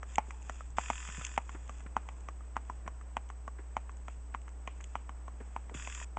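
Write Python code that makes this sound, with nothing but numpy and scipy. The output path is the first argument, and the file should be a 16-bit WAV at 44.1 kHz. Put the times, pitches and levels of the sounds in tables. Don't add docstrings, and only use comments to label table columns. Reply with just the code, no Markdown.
import sys
import numpy as np
from scipy import signal
from scipy.fft import rfft, irfft
from scipy.io import wavfile
from scipy.ndimage import uniform_filter1d

SR = 44100
rng = np.random.default_rng(int(sys.argv[2]) if len(sys.argv) > 2 else 0)


def to_wav(sig):
    pcm = np.clip(np.atleast_2d(sig), -1, 1) * 32767
    pcm = np.round(pcm).astype(np.int16)
    wavfile.write(sys.argv[1], SR, pcm.T)


N = 272538
T = np.arange(N) / SR
HIT = T[:4096]

# freq_hz, gain_db
SHELL_BODY = [(410, -42.5), (700, -20), (766, -17), (857, -25.5), (981, -2.5), (1320, -4.5), (1500, -2),
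              (1630, -3), (1790, -1), (2250, -8.5), (2500, 1), (2680, -1.5), (2910, -9.5), (3430, -4),
              (4200, -37), (5460, -56), (9240, -120)]
# freq_hz, gain_db
SHELL_TREBLE = [(2470, -82.5), (4200, -37), (4740, -11.5), (6120, -9), (6800, -0.5), (7090, 3),
                (7850, -2.5), (8720, -19.5), (9000, -22.5), (11700, -42), (19800, -120)]


def undb(db):
    return 10 ** (np.asarray(db) / 20)


def level(x, db):
    return x * undb(db) / np.sqrt(np.mean(x ** 2))


def peak(x, db):
    return x * undb(db) / np.abs(x).max()


def add(out, start_s, x):
    i = max(int(start_s * SR), 0)
    out[i:i + len(x)] += x[:max(len(out) - i, 0)]


def band(x, lo_hz, hi_hz, order=2):
    return signal.sosfilt(signal.butter(order, [lo_hz, hi_hz], "band", fs=SR, output="sos"), x)


def colour(x, spectrum):
    hz, db = np.transpose(spectrum)
    log_f = np.log(np.maximum(np.fft.rfftfreq(len(HIT), 1 / SR), 1))
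    outside = np.maximum(np.log(hz[0]) - log_f, 0) + np.maximum(log_f - np.log(hz[-1]), 0)
    gain = undb(np.interp(log_f, np.log(hz), db) - np.minimum(60 * outside, 50))
    cepstrum = irfft(np.log(gain))
    cepstrum[1:] *= 2 * (np.arange(1, len(HIT)) < len(HIT) // 2)
    impulse = irfft(np.exp(rfft(cepstrum)))
    return signal.fftconvolve(x, impulse)[:len(x)]


def fade(t60_s, t=HIT):
    return np.exp(-np.log(1000) * t / t60_s)


def ring(hz, t60_s):
    return np.sin(2 * np.pi * hz * HIT) * fade(t60_s)


def burst(t60_s):
    return rng.standard_normal(len(HIT)) * fade(t60_s)


def drift(rate_hz):
    hold = int(SR / rate_hz)
    steps = np.repeat(rng.standard_normal(N // hold + 1), hold)
    return level(uniform_filter1d(uniform_filter1d(steps, hold), hold)[:N], 0)


def country_air():
    # freq_hz, gain_db
    air_spectrum = [(120, -1), (250, -2.5), (400, -4), (600, -4), (780, -3.5), (980, -5.5), (1200, -8.5),
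                    (1450, -10.5), (2000, -14.5), (3000, -22)]
    # freq_hz, gain_db
    rumble_spectrum = [(15, 3.5), (30, 0.5), (55, -1.5), (100, -8), (160, -12), (260, -17.5)]
    air = undb(0.7 * drift(5)) * level(colour(rng.standard_normal(N), air_spectrum), -62.5)
    rumble = level(colour(rng.standard_normal(N), rumble_spectrum), -59.5) * undb(2 * drift(5.1))
    return air + rumble


def electronics():
    # freq_hz, rms_db
    hum = [(60, -44), (180, -80), (300, -74), (420, -76)]
    # freq_hz, rms_db
    whine = [(7990, -73.8), (8010, -73.8)]
    # freq_hz, gain_db
    hiss_spectrum = [(1500, -1.5), (3000, 1), (4200, -3.5), (5500, 2.5), (7000, 4.5), (8000, 10),
                     (8800, -21.5)]
    tones = sum(level(np.sin(2 * np.pi * (hz * T + rng.random())), db) for hz, db in hum + whine)
    return tones + level(colour(rng.standard_normal(N), hiss_spectrum), -73.5)


def handling_ticks():
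    # start_s, peak_db
    ticks = [(0.1568, -25.5), (1.249, -24.5), (1.266, -32), (4.8097, -40), (4.8404, -38.5), (5.948, -35)]
    out = np.zeros(N)
    faint_ticks = [(rng.random() * N / SR, rng.normal(-49.5, 2.5)) for _ in range(14)]
    for start_s, peak_db in ticks + faint_ticks:
        crack = burst(0.011)
        tick = band(crack, 6380, 7500) + undb(-6) * band(crack, 2000, 3260, order=3)
        add(out, start_s, peak(tick, peak_db))
    return out


def soft_thumps():
    # start_s, peak_db, pitch_hz
    thumps = [(0.283, -48, 300), (1.086, -46, 206), (1.179, -39.5, 160), (1.547, -42, 338),
              (1.86, -43, 282), (2.858, -43.5, 306), (3.591, -44, 336), (5.404, -41.5, 360),
              (5.712, -42, 370), (5.745, -39, 140)]
    out = np.zeros(N)
    for start_s, peak_db, pitch_hz in thumps:
        add(out, start_s, peak(band(burst(0.067), 0.5 * pitch_hz, 1.29 * pitch_hz), peak_db))
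    return out


def finger_rub(grip_db=-81.5):
    # centre_s, gain_db, sigma_s
    strokes = [(0.12, -61, 0.028), (0.3, -69, 0.038), (0.53, -63, .08), (1.52, -67.5, 0.097),
               (1.75, -68, 0.06), (2.15, -78, .15), (2.7, -78.5, .06), (4.11, -74, .025),
               (4.85, -74.5, 0.11), (5.52, -78, 0.079)]
    grains = rng.standard_normal(N) * undb(2.5 * drift(400))
    rub = level(colour(grains, SHELL_TREBLE), 0) + level(colour(grains, SHELL_BODY), -0.26)
    swells = sum(undb(db) * np.exp(-0.5 * ((T - centre_s) / sigma_s) ** 2)
                 for centre_s, db, sigma_s in strokes)
    return rub * (undb(grip_db) + swells)


def zoom_motor(teeth=6, ramp_s=0.0012):
    # start_s, stop_s, base_db, turn_hz, first_knock_s
    runs = [(0.768, 1.275, -46, 41.75, 0.788), (1.275, 1.368, -50.5, 41.75, 1.291),
            (5.741, 6.048, -46.5, 39.4, 5.747)]
    out = np.zeros(N)
    for start_s, stop_s, base_db, turn_hz, first_knock_s in runs:
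        turns = (T - first_knock_s) * turn_hz + 0.008 * drift(30)
        tooth, tooth_phase = np.divmod(turns * teeth, 1)
        knock = np.exp(-(turns % 1) / 0.1)
        mesh = np.exp(-tooth_phase / 0.4)
        clicks = np.diff(tooth, prepend=tooth[0]) * np.where(tooth % teeth == 0, 1, 0.3)
        jolt = np.exp(-np.abs(T - start_s) / 0.005)
        grind = rng.choice([-1., 1.], N) * (0.79 + 0.5 * mesh + 4.2 * knock + 3 * jolt)
        rattle = colour(level(clicks, -1) + level(grind, 0), SHELL_BODY)
        hiss = colour(rng.standard_normal(N) * (1 + mesh + knock), SHELL_TREBLE)
        running = np.clip(np.minimum(T - start_s, stop_s - T) / ramp_s, 0, 1)
        out += running * (level(rattle, base_db - 4.5) + level(hiss, base_db - 6.5))
    return out


def roadside_echo(x, t60_s=0.83, build_s=0.36, gain_db=-39):
    t = T[:SR]
    scatter = band(rng.standard_normal(SR), 850, 1700) * fade(t60_s, t) * np.minimum(t / build_s, 1)
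    return undb(gain_db) * signal.fftconvolve(x, scatter / np.linalg.norm(scatter))[:N]


def hoof_scrapes(scuff_hz=1740, slide_hz=2930):
    # start_s, peak_db, t60_s
    scuffs = [(1.547, -43.5, 0.076), (1.863, -42.5, 0.037), (2.559, -40, 0.012), (2.863, -44, .038),
              (3.585, -45.5, 0.1), (4.342, -37, .019), (4.804, -41, 0.033), (5.403, -46.5, .12)]
    # start_s, peak_db
    slides = [(4.094, -57), (4.688, -54.5), (4.964, -55)]
    out = np.zeros(N)
    for start_s, peak_db, t60_s in scuffs:
        add(out, start_s, peak(band(burst(t60_s), 0.44 * scuff_hz, 1.2 * scuff_hz, order=3), peak_db))
    for start_s, peak_db in slides:
        add(out, start_s, peak(band(burst(0.25), 0.7 * slide_hz, 1.06 * slide_hz, order=3), peak_db))
    return out


def clop(pitch_hz, t60_s, clack_db, grit_db, rock_db, heel_db, thud_db, heel_hz=684):
    # freq_hz, t60_s, gain_db
    rim_modes = [(2020, 0.0032, 3), (2384, 0.0047, -7), (2975, 0.01, -12)]
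    hollow = ring(pitch_hz, t60_s) + 0.37 * ring(1.3 * pitch_hz, 0.0044)
    hollow = level(band(hollow, 0.74 * pitch_hz, 1.64 * pitch_hz, order=3), 0)
    heel = level(band(ring(heel_hz, 0.0054), 0.66 * heel_hz, 1.05 * heel_hz), heel_db)
    rim = sum(undb(db) * ring(hz * rng.normal(1, 0.027), decay_s) for hz, decay_s, db in rim_modes)
    rim = level(band(rim, 1802, 3320, order=4), clack_db + 1.5)
    thud = level(band(ring(246, 0.027) + 1.1 * ring(450, 0.013), 89, 600), thud_db)
    grit = burst(0.021)
    high_crack = level(band(grit, 5720, 7800, order=3), grit_db + 1)
    mid_crack = level(band(grit, 1150, 2590, order=3), clack_db + 0.5)
    blow = hollow + heel + rim + thud + high_crack + mid_crack
    out = blow.copy()
    add(out, 3 / pitch_hz * rng.normal(1, 0.03), undb(rock_db) * blow)
    add(out, 0.009 * rng.normal(1, 0.045), undb(-18) * blow)
    sand = burst(0.22) * undb(2.1 * rng.exponential(size=len(HIT)))
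    verge = band(burst(0.13), 0.75 * pitch_hz, 1.35 * pitch_hz)
    return out + level(band(sand, 2000, 2700), -31) + level(verge, -19.5)


def hoofbeats(start_m=7.9, speed_m_s=3, grit_loss_db_per_m=0.38):
    # start_s, foot, peak_db (at start_m), pitch_hz, t60_s, edge_db (landing on the rim)
    falls = [(0.03, "faint", -30.5, 1250, 0.0084, 1.5), (0.182, "heavy", -12, 853, 0.018, -1),
             (0.307, "light", -30, 1120, 0.0066, 6), (0.496, "firm", -24.5, 1050, 0.0023, 4),
             (0.607, "faint", -33, 1293, 0.02, -11), (0.784, "heavy", -12, 903, 0.0052, 0),
             (0.901, "light", -14, 884, 0.0068, -0.5), (1.088, "firm", -32, 1040, .005, 11),
             (1.212, "faint", -30, 1310, 0.015, 4), (1.377, "heavy", -9.5, 854, 0.012, 3.5),
             (1.493, "light", -27.5, 1095, 0.0057, 2), (1.694, "firm", -29, 1180, 0.015, 2.5),
             (1.805, "faint", -36, 1250, 0.0066, 9), (1.966, "heavy", -10, 960, 0.0072, -6),
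             (2.088, "light", -27.5, 870, 0.003, 5.5), (2.286, "firm", -24.5, 1150, 0.017, 0),
             (2.407, "faint", -39.5, 1254, 0.016, -2), (2.566, "heavy", -12.5, 996, 0.0056, -1),
             (2.698, "light", -22, 1008, 0.014, -11.5), (2.877, "firm", -22, 1056, 0.018, 1),
             (3.012, "faint", -34, 1240, 0.012, 3), (3.168, "heavy", -13.5, 917, .0065, 4),
             (3.301, "light", -24.5, 1078, 0.0055, -1), (3.478, "firm", -23.5, 1130, 0.019, -6.5),
             (3.767, "heavy", -10, 897, 0.0081, 2.5), (3.894, "light", -27.5, 1104, 0.0089, -2.5),
             (4.082, "firm", -24.5, 990, 0.0023, 2.5), (4.347, "heavy", -15, 1050, 0.0074, -2),
             (4.48, "light", -28, 1140, 0.0054, 5), (4.675, "firm", -20, 1064, 0.019, 6),
             (4.954, "heavy", -12.5, 917, 0.0059, 1.5), (5.093, "light", -23.5, 1065, .008, -.5),
             (5.28, "firm", -26, 1100, 0.016, -4.5), (5.563, "heavy", -14.5, 946, .0095, -1.5),
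             (5.696, "light", -28, 950, 0.0067, 4), (5.873, "firm", -21.5, 1060, 0.0099, 0),
             (6.014, "faint", -27.5, 1045, .008, -4), (6.17, "heavy", -12, 884, .0063, -2)]
    feet = {"heavy": (-16.5, -23.5, -22.5, -34, -15.5), "light": (-14, -17, -12, -23.5, -12),
            "firm": (-13, -15, -11.5, -4.5, -10), "faint": (-15.5, -16.5, -13.5, -5.5, -16)}
    out = np.zeros(N)
    for start_s, foot, peak_db, pitch_hz, t60_s, edge_db in falls:
        clack_db, grit_db, rock_db, heel_db, thud_db = feet[foot]
        walked_m = speed_m_s * start_s
        heard_db = peak_db - 20 * np.log10(1 + walked_m / start_m)
        clack_db += edge_db
        grit_db += 0.56 * edge_db - grit_loss_db_per_m * walked_m
        knock = clop(pitch_hz, t60_s, clack_db, grit_db, rock_db, heel_db, thud_db)
        add(out, start_s, peak(knock, heard_db))
        brush = band(burst(0.068), 1400, 2100)
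        add(out, start_s - 0.004, peak(brush, -41.5 + 0.42 * heard_db))
    return out


def scene():
    horse = hoofbeats() + hoof_scrapes()
    echo = roadside_echo(horse)
    small_noises = zoom_motor() + handling_ticks() + soft_thumps() + finger_rub()
    return (horse + echo + small_noises + electronics() + country_air())[None]


def record(dry):
    cutoff_hz = 8600
    return signal.sosfilt(signal.ellip(8, 0.3, 70, cutoff_hz, fs=SR, output="sos"), dry)


dry = scene()
out = record(dry)
to_wav(out)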